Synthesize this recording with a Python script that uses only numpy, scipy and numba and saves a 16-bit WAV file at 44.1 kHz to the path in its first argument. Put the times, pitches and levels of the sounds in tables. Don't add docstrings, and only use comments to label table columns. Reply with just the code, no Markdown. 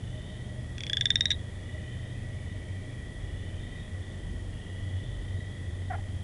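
import sys
import numpy as np
from scipy import signal
from scipy.fft import rfft, irfft
from scipy.io import wavfile
from scipy.ndimage import uniform_filter1d
from numba import njit

SR = 44100
rng = np.random.default_rng(int(sys.argv[2]) if len(sys.argv) > 2 else 0)


def invert_db(level):
    return 10 ** (np.asarray(level, dtype=float) / 20)


def dump(signal):
    limited = np.clip(np.atleast_2d(signal).T, -1, 1)
    pcm = np.round(limited * 32767).astype(np.int16)
    wavfile.write(sys.argv[1], SR, pcm)


N = 274743
ENGINE_CYCLE_HZ = 23.35


def level(x, db):
    return x * invert_db(db) / np.sqrt(np.mean(x ** 2))


@njit
def svf(x, hz, width):
    y, band, low = np.empty(len(x)), 0., 0.
    for i in range(len(x)):
        g, k = np.tan(np.pi * hz[i] / SR), width / hz[i]
        v = (band + g * (x[i] - low)) / (1 + g * (g + k))
        band, low, y[i] = 2 * v - band, low + 2 * g * v, k * v
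    return y


def hum(hz, width_hz):
    centre = hz + np.zeros(N)
    once = svf(rng.standard_normal(N), centre, width_hz)
    return level(svf(once, centre, width_hz), 0)


def add(track, start_s, sound):
    i = int(round(start_s * SR))
    sound = sound[max(-i, 0):max(N - i, 0)]
    track[max(i, 0):max(i, 0) + len(sound)] += sound


def reeds(x, t60_s, first_echo_s, sparse):
    t = np.arange(int(t60_s * SR)) / SR
    taps = rng.standard_normal(len(t)) * np.abs(rng.standard_normal(len(t))) ** sparse
    taps = taps * invert_db(-60 * t / t60_s) * (t > first_echo_s)
    return signal.fftconvolve(x, taps / np.sqrt(np.sum(taps ** 2)))[:N]


def fading(rate):
    k = int(SR / rate)
    held = np.repeat(rng.standard_normal(N // k + 1), k)
    return 1.1 * uniform_filter1d(held, size=k)[:N]


def engines(t):
    # start_s, level_db
    load = [(0, -46.5), (.8, -46.5), (1.1, -42), (1.75, -41), (1.92, -47.5), (2.25, -40), (2.72, -37),
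            (2.96, -48), (3.2, -41), (4.1, -38.5), (4.25, -40.5), (4.45, -41), (4.63, -46), (4.9, -31),
            (5.15, -44), (5.37, -33.5), (5.6, -41), (6.1, -35)]
    # order, start_level_db, slope_db_per_s, fading_depth_db
    orders_fading = [(2, -51.5, -0.6, 3.5), (3, -50.5, -0.6, 0.5), (5.15, -44, -0.85, 3)]
    # centre_s, length_s, level_db
    shakes = [
        (2.5, 0.19, -52),
        (3.395, .6, -45),
        (4.35, .35, -43),
        (5.197, 0.22, -42),
        (5.804, 1, -53),
    ]
    # centre_s, level_db
    puffs = [(.19, -58), (.33, -58), (.55, -60), (.9, -61), (1.3, -58), (1.75, -58), (2.32, -61),
             (2.57, -60), (2.87, -62), (3.15, -61), (3.9, -63)]

    def bump(centre_s, length_s):
        return np.exp(-((t - centre_s) / length_s) ** 2)

    whine = invert_db(-66.5) + sum(invert_db(db) * bump(s, 0.057) for s, db in puffs)
    out = whine * hum(617.2, 22.6)
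    out = out + invert_db(-74) * hum(173.0, 25) + invert_db(-50.5) * hum(28, 11) + invert_db(-46.0) * hum(77.0, 8.9)
    gains = {}
    for order, db, slope, depth_db in orders_fading:
        gains[order] = invert_db(db + slope * t + depth_db * fading(6))
    gains[2] = gains[2] + sum(invert_db(db) * bump(s, length / 2) for s, length, db in shakes)
    load_db = np.interp(t, *np.transpose(load))
    gains[4] = invert_db(load_db)
    highest = max(gains)
    gains[highest] = gains[highest] * invert_db(0.51 * (-43 - load_db))
    for order, gain in gains.items():
        hz = order * ENGINE_CYCLE_HZ
        tone = np.sin(2 * np.pi * hz * t + order)
        out = out + gain * (1.35 * tone + 0.51 * hum(hz, 24.5))
    return out


def air():
    # pitch_hz, level_db (per Hz)
    spectrum = [(20, -12), (100, -9.5), (160, -8.5), (383, -19), (617, -23.5), (945, -33), (1500, -36),
                (1940, -33.5), (2350, -35.5), (2720, -39.5), (3380, -32), (3970, -42), (10600, -43),
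                (11300, -44)]
    hz, db = np.transpose(spectrum)
    f = np.arange(N // 2 + 1) * SR / N + 1
    colour = invert_db(np.interp(np.log(f), np.log(hz), db))
    low_cut = np.clip(f / 140, 0, 1) ** 0.9
    return level(irfft(rfft(rng.standard_normal(N)) * colour * low_cut, N), -45)


def toads(t):
    # pitch_hz, trill_per_s, level_db
    singers = [
        (1950, 31.5, 0),
        (1895, 30.5, -2),
        (1990, 33., -6),
        (1840, 29., -7),
        (1760, 27., -11),
    ]
    # start_s, level_db
    band_swell = [(0.0, -57), (0.61, -56.5), (1.16, -56), (1.66, -54.5), (1.96, -53.5), (2.34, -56.5),
                  (2.55, -54.5), (3.07, -55), (4.08, -54.5), (4.49, -56), (4.8, -52.5), (5.14, -57),
                  (5.5, -54), (6.23, -59)]
    out = 0
    for hz, rate, db in singers:
        held = np.repeat(rng.standard_normal(N // 4096 + 1), 4096)[:N]
        wander = uniform_filter1d(held, size=4096)
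        throb_phase = 2 * np.pi * np.cumsum(rate * (1 + 0.041 * wander)) / SR
        throb = np.maximum(np.sin(throb_phase) + 0.1, 0)
        note = np.sin(2 * np.pi * np.cumsum(hz + 13 * wander) / SR)
        out = out + invert_db(db + 1.8 * wander) * throb * note
    out = level(out + reeds(out, .45, 0.0012, 0.76), 0)
    return out * invert_db(np.interp(t, *np.transpose(band_swell)))


def chorus():
    # start_s, length_s, first_pitch_hz, level_db
    calls = [(-.1, 0.44, 3370, -60.5), (-.1, 0.56, 2966, -57.5), (0.254, 0.62, 3190, -62),
             (0.804, 0.59, 3080, -59), (1.298, 0.47, 3250, -60), (1.505, 0.71, 2310, -66),
             (1.602, 0.51, 2960, -58), (1.697, 0.4, 3410, -65.5), (2.05, 0.45, 3310, -67),
             (2.195, 0.78, 2180, -61.5), (2.299, 0.58, 3020, -60.5), (2.648, 0.42, 3180, -67),
             (2.902, 0.47, 3185, -60), (3.199, 0.62, 2290, -65), (3.247, 0.47, 2950, -59.5),
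             (3.349, 0.45, 3400, -63), (3.651, 0.46, 3230, -61), (3.954, 0.63, 3034, -61.5),
             (4.2, 0.39, 3140, -69), (4.492, 0.69, 2890, -60), (4.551, 0.54, 3204, -56.5),
             (4.95, 0.47, 3440, -66), (5.15, 0.55, 3120, -60), (5.448, 0.41, 3340, -66),
             (5.753, 0.61, 3080, -59)]
    out, t = np.zeros(N), np.arange(SR // 40) / SR
    for start_s, length_s, first_hz, db in calls:
        for share, j in zip(np.linspace(0, 1, 14), rng.standard_normal(14)):
            hz = first_hz * (1 + 0.085 * share ** 1.7) + 25 * j
            ping = t / .0013 * np.exp(-t / 0.0014) * np.sin(2 * np.pi * hz * t)
            pulse_s = start_s + length_s * (.7 * share + .3 * share ** 2)
            swell_db = -4.7 * (1 - min(share * 1.56, 1))
            add(out, pulse_s, invert_db(db + 21.5 + swell_db + 1.5 * j) * ping)
    return invert_db(-7.0) * out + reeds(out, 0.77, 0.0014, 0.17)


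def pulse(sac_hz, effort, length_ms, chance):
    # pitch_hz, t60_s, level_db
    throat_rings = [(1653, 0.035, -11.5), (2230, 0.0038, -2), (2800, .004, -9), (3130, 0.0026, 1),
                    (4750, 0.0043, -6), (5620, 0.0065, -3.5), (5900, .005, -10), (7900, 0.005, -19)]
    t, out = np.arange(SR // 50) / SR, 0
    cycles = np.clip(np.round(4 - 6 * effort), 2, 4)
    sac = (sac_hz, .042 - 0.013 * effort, -11 + 9 * min(1.6 * effort, 1))
    starts = np.cumsum(cycles / sac_hz * (1 + .022 * chance[0])) - cycles / sac_hz
    rings = []
    for (hz, t60, db), c in zip(throat_rings, chance[1, ::-1]):
        rings.append((hz * (1 + .012 * c), t60 * (1 - .5 * (1 - effort)), db))
    for start, scatter_db in zip(starts[starts < length_ms / 1000], chance[1]):
        age = np.maximum(t - start, 0)
        for hz, t60, db in rings + [sac]:
            soften_db = -(2100 + 0.17 * hz) * start
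            decay = invert_db(db + soften_db + scatter_db - 60 * age / t60)
            out = out - decay * np.sin(2 * np.pi * hz * age)
    closing_ms = 7.6 - 2.8 * effort
    out = out * (.2 + .8 * np.exp(-(t * 1000 / closing_ms) ** 4))
    skin = signal.butter(2, 5000 + 1200 * effort, fs=SR, output="sos")
    out = signal.sosfilt(skin, out)
    return out / np.abs(out).max()


def swell(hz, fall_ms):
    ms = np.arange(SR // 40) / SR * 1000 - 4
    rise_ms = .7 + .3 * fall_ms
    shape = np.exp(-np.where(ms < 0, ms / rise_ms, ms / fall_ms) ** 2)
    return shape * np.sin(2 * np.pi * hz * ms / 1000)


def near_frog():
    # start_s, peak_db, sac_hz, after_ring_db, after_ring_fall_ms
    creak = [(0.7818, -31.0, 3380, -9.2, 3.3), (0.8062, -29.4, 3400, -10.2, 1.2),
             (0.8357, -26.8, 3360, -8.5, 3.2), (0.8668, -27.2, 3420, -10.2, 3.3),
             (0.8975, -23.2, 3380, -9.7, 2.6), (0.9319, -18.7, 3440, -7.7, 1.9),
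             (0.9699, -17.4, 3460, -7.1, 2.0), (1.0103, -15.2, 3490, -6.4, 2.7),
             (1.056, -13.3, 3540, -7.0, 3.9), (1.104, -12.6, 3590, -7.3, 3.5),
             (1.1564, -13.1, 3650, -7.6, 2.8), (1.2078, -13.2, 3700, -9.4, 5.7),
             (1.2557, -13.7, 3750, -9.0, 2.5), (1.3048, -16.9, 3740, -2.7, 4.5)]
    # start_s, peak_db, sac_hz, length_ms
    stutter = [
        (1.3099, -19, 3650, .5),
        (1.3124, -15.5, 3500, 1.0),
        (1.316, -17.5, 3520, 2.5),
        (1.319, -24, 3890, 2.6),
    ]
    # peak_s, peak_db, pitch_hz, fall_ms
    swells = [
        (1.3275, -27, 3760, 2.2),
        (1.3325, -31, 3780, 2.5),
        (1.2835, -33, 3750, 2),
        (1.272, -33, 3720, 2),
        (1.235, -36, 3700, 3),
        (1.345, -38, 3750, 4),
        (.9515, -40, 3450, 2.5),
    ]
    out = np.zeros(N)
    chance = rng.standard_normal((len(creak) + len(stutter), 2, 12))
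    for (s, db, hz, after_db, fall_ms), c in zip(creak, chance):
        effort = np.clip((db + 31) / 17, 0, 1)
        length_ms = 1.2 + 2.0 * effort ** 1.5
        add(out, s, invert_db(db + 9.5 - 5.2 * effort) * pulse(hz, effort, length_ms, c))
        rebound_ms = 9.7 + 2.1 * effort
        add(out, s + (rebound_ms - 4) / 1000, invert_db(db + after_db - 0.8) * swell(hz, fall_ms))
    for (s, db, hz, length_ms), c in zip(stutter, chance[len(creak):]):
        add(out, s, invert_db(db) * pulse(hz, 1.0, length_ms, c))
    for s, db, hz, fall_ms in swells:
        add(out, s - 4 / 1000, invert_db(db) * swell(hz, fall_ms))
    dull = signal.sosfilt(signal.butter(4, 4300, fs=SR, output="sos"), out)
    out = out + invert_db(-14.5) * reeds(dull, 0.11, 0.0028, 1.1)
    return signal.sosfilt(signal.cheby2(6, 35, 1300, "high", fs=SR, output="sos"), out)


def cluck():
    # start_s, length_s, first_pitch_hz, level_db, brightness_db
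    notes_sung = [
        (5.9, 0.025, 405, -32, -12),
        (5.92, 0.012, 345, -45, 2),
        (5.93, 0.026, 383, -37.5, -5.5),
        (5.948, 0.014, 427, -36, -7),
        (5.981, 0.018, 430, -44.5, -12),
    ]
    # pitch_hz, width_hz, level_db
    mouth = [(740, 300, -0.5), (1390, 260, 0.5), (1890, 290, 0.5), (2250, 180, -23)]
    out = np.zeros(N)
    flutter = 10 * uniform_filter1d(rng.standard_normal((len(notes_sung), 8, 2048)), size=200)
    for (s, length_s, first_hz, db, bright_db), f_db in zip(notes_sung, flutter):
        share = np.linspace(0, 1, min(int(length_s * SR), 2048))
        sag_hz = 2530 * length_s * share
        hz = (first_hz - sag_hz) * (1 + 0.015 * f_db[0, :len(share)])
        phase = 2 * np.pi * np.cumsum(hz) / SR
        note = 0
        for k in range(2, 8):
            gain = sum(invert_db(g) / (1 + (2 * (k * hz - f) / w) ** 2) for f, w, g in mouth)
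            upper_db = (k > 2) * (bright_db + 3 - 8 * share + 4.1 * f_db[k, :len(share)])
            note = note + gain * invert_db(upper_db) * np.sin(k * phase + k * k)
        add(out, s, invert_db(db + 2.5) * np.sin(np.pi * share) ** 0.81 * note)
    return out + invert_db(-11) * reeds(out, 0.092, 0.0015, 2.2)


def scene():
    t = np.arange(N) / SR
    return (engines(t) + air() + toads(t) + chorus() + near_frog() + cluck())[None]


def band_limit(x):
    return signal.sosfilt(signal.butter(12, 12160, fs=SR, output="sos"), x)


def record(dry):
    dull = signal.sosfilt(signal.ellip(10, .2, 60, 11000, fs=SR, output="sos"), dry)
    return band_limit(dull)


dry = scene()
out = record(dry)
dump(out)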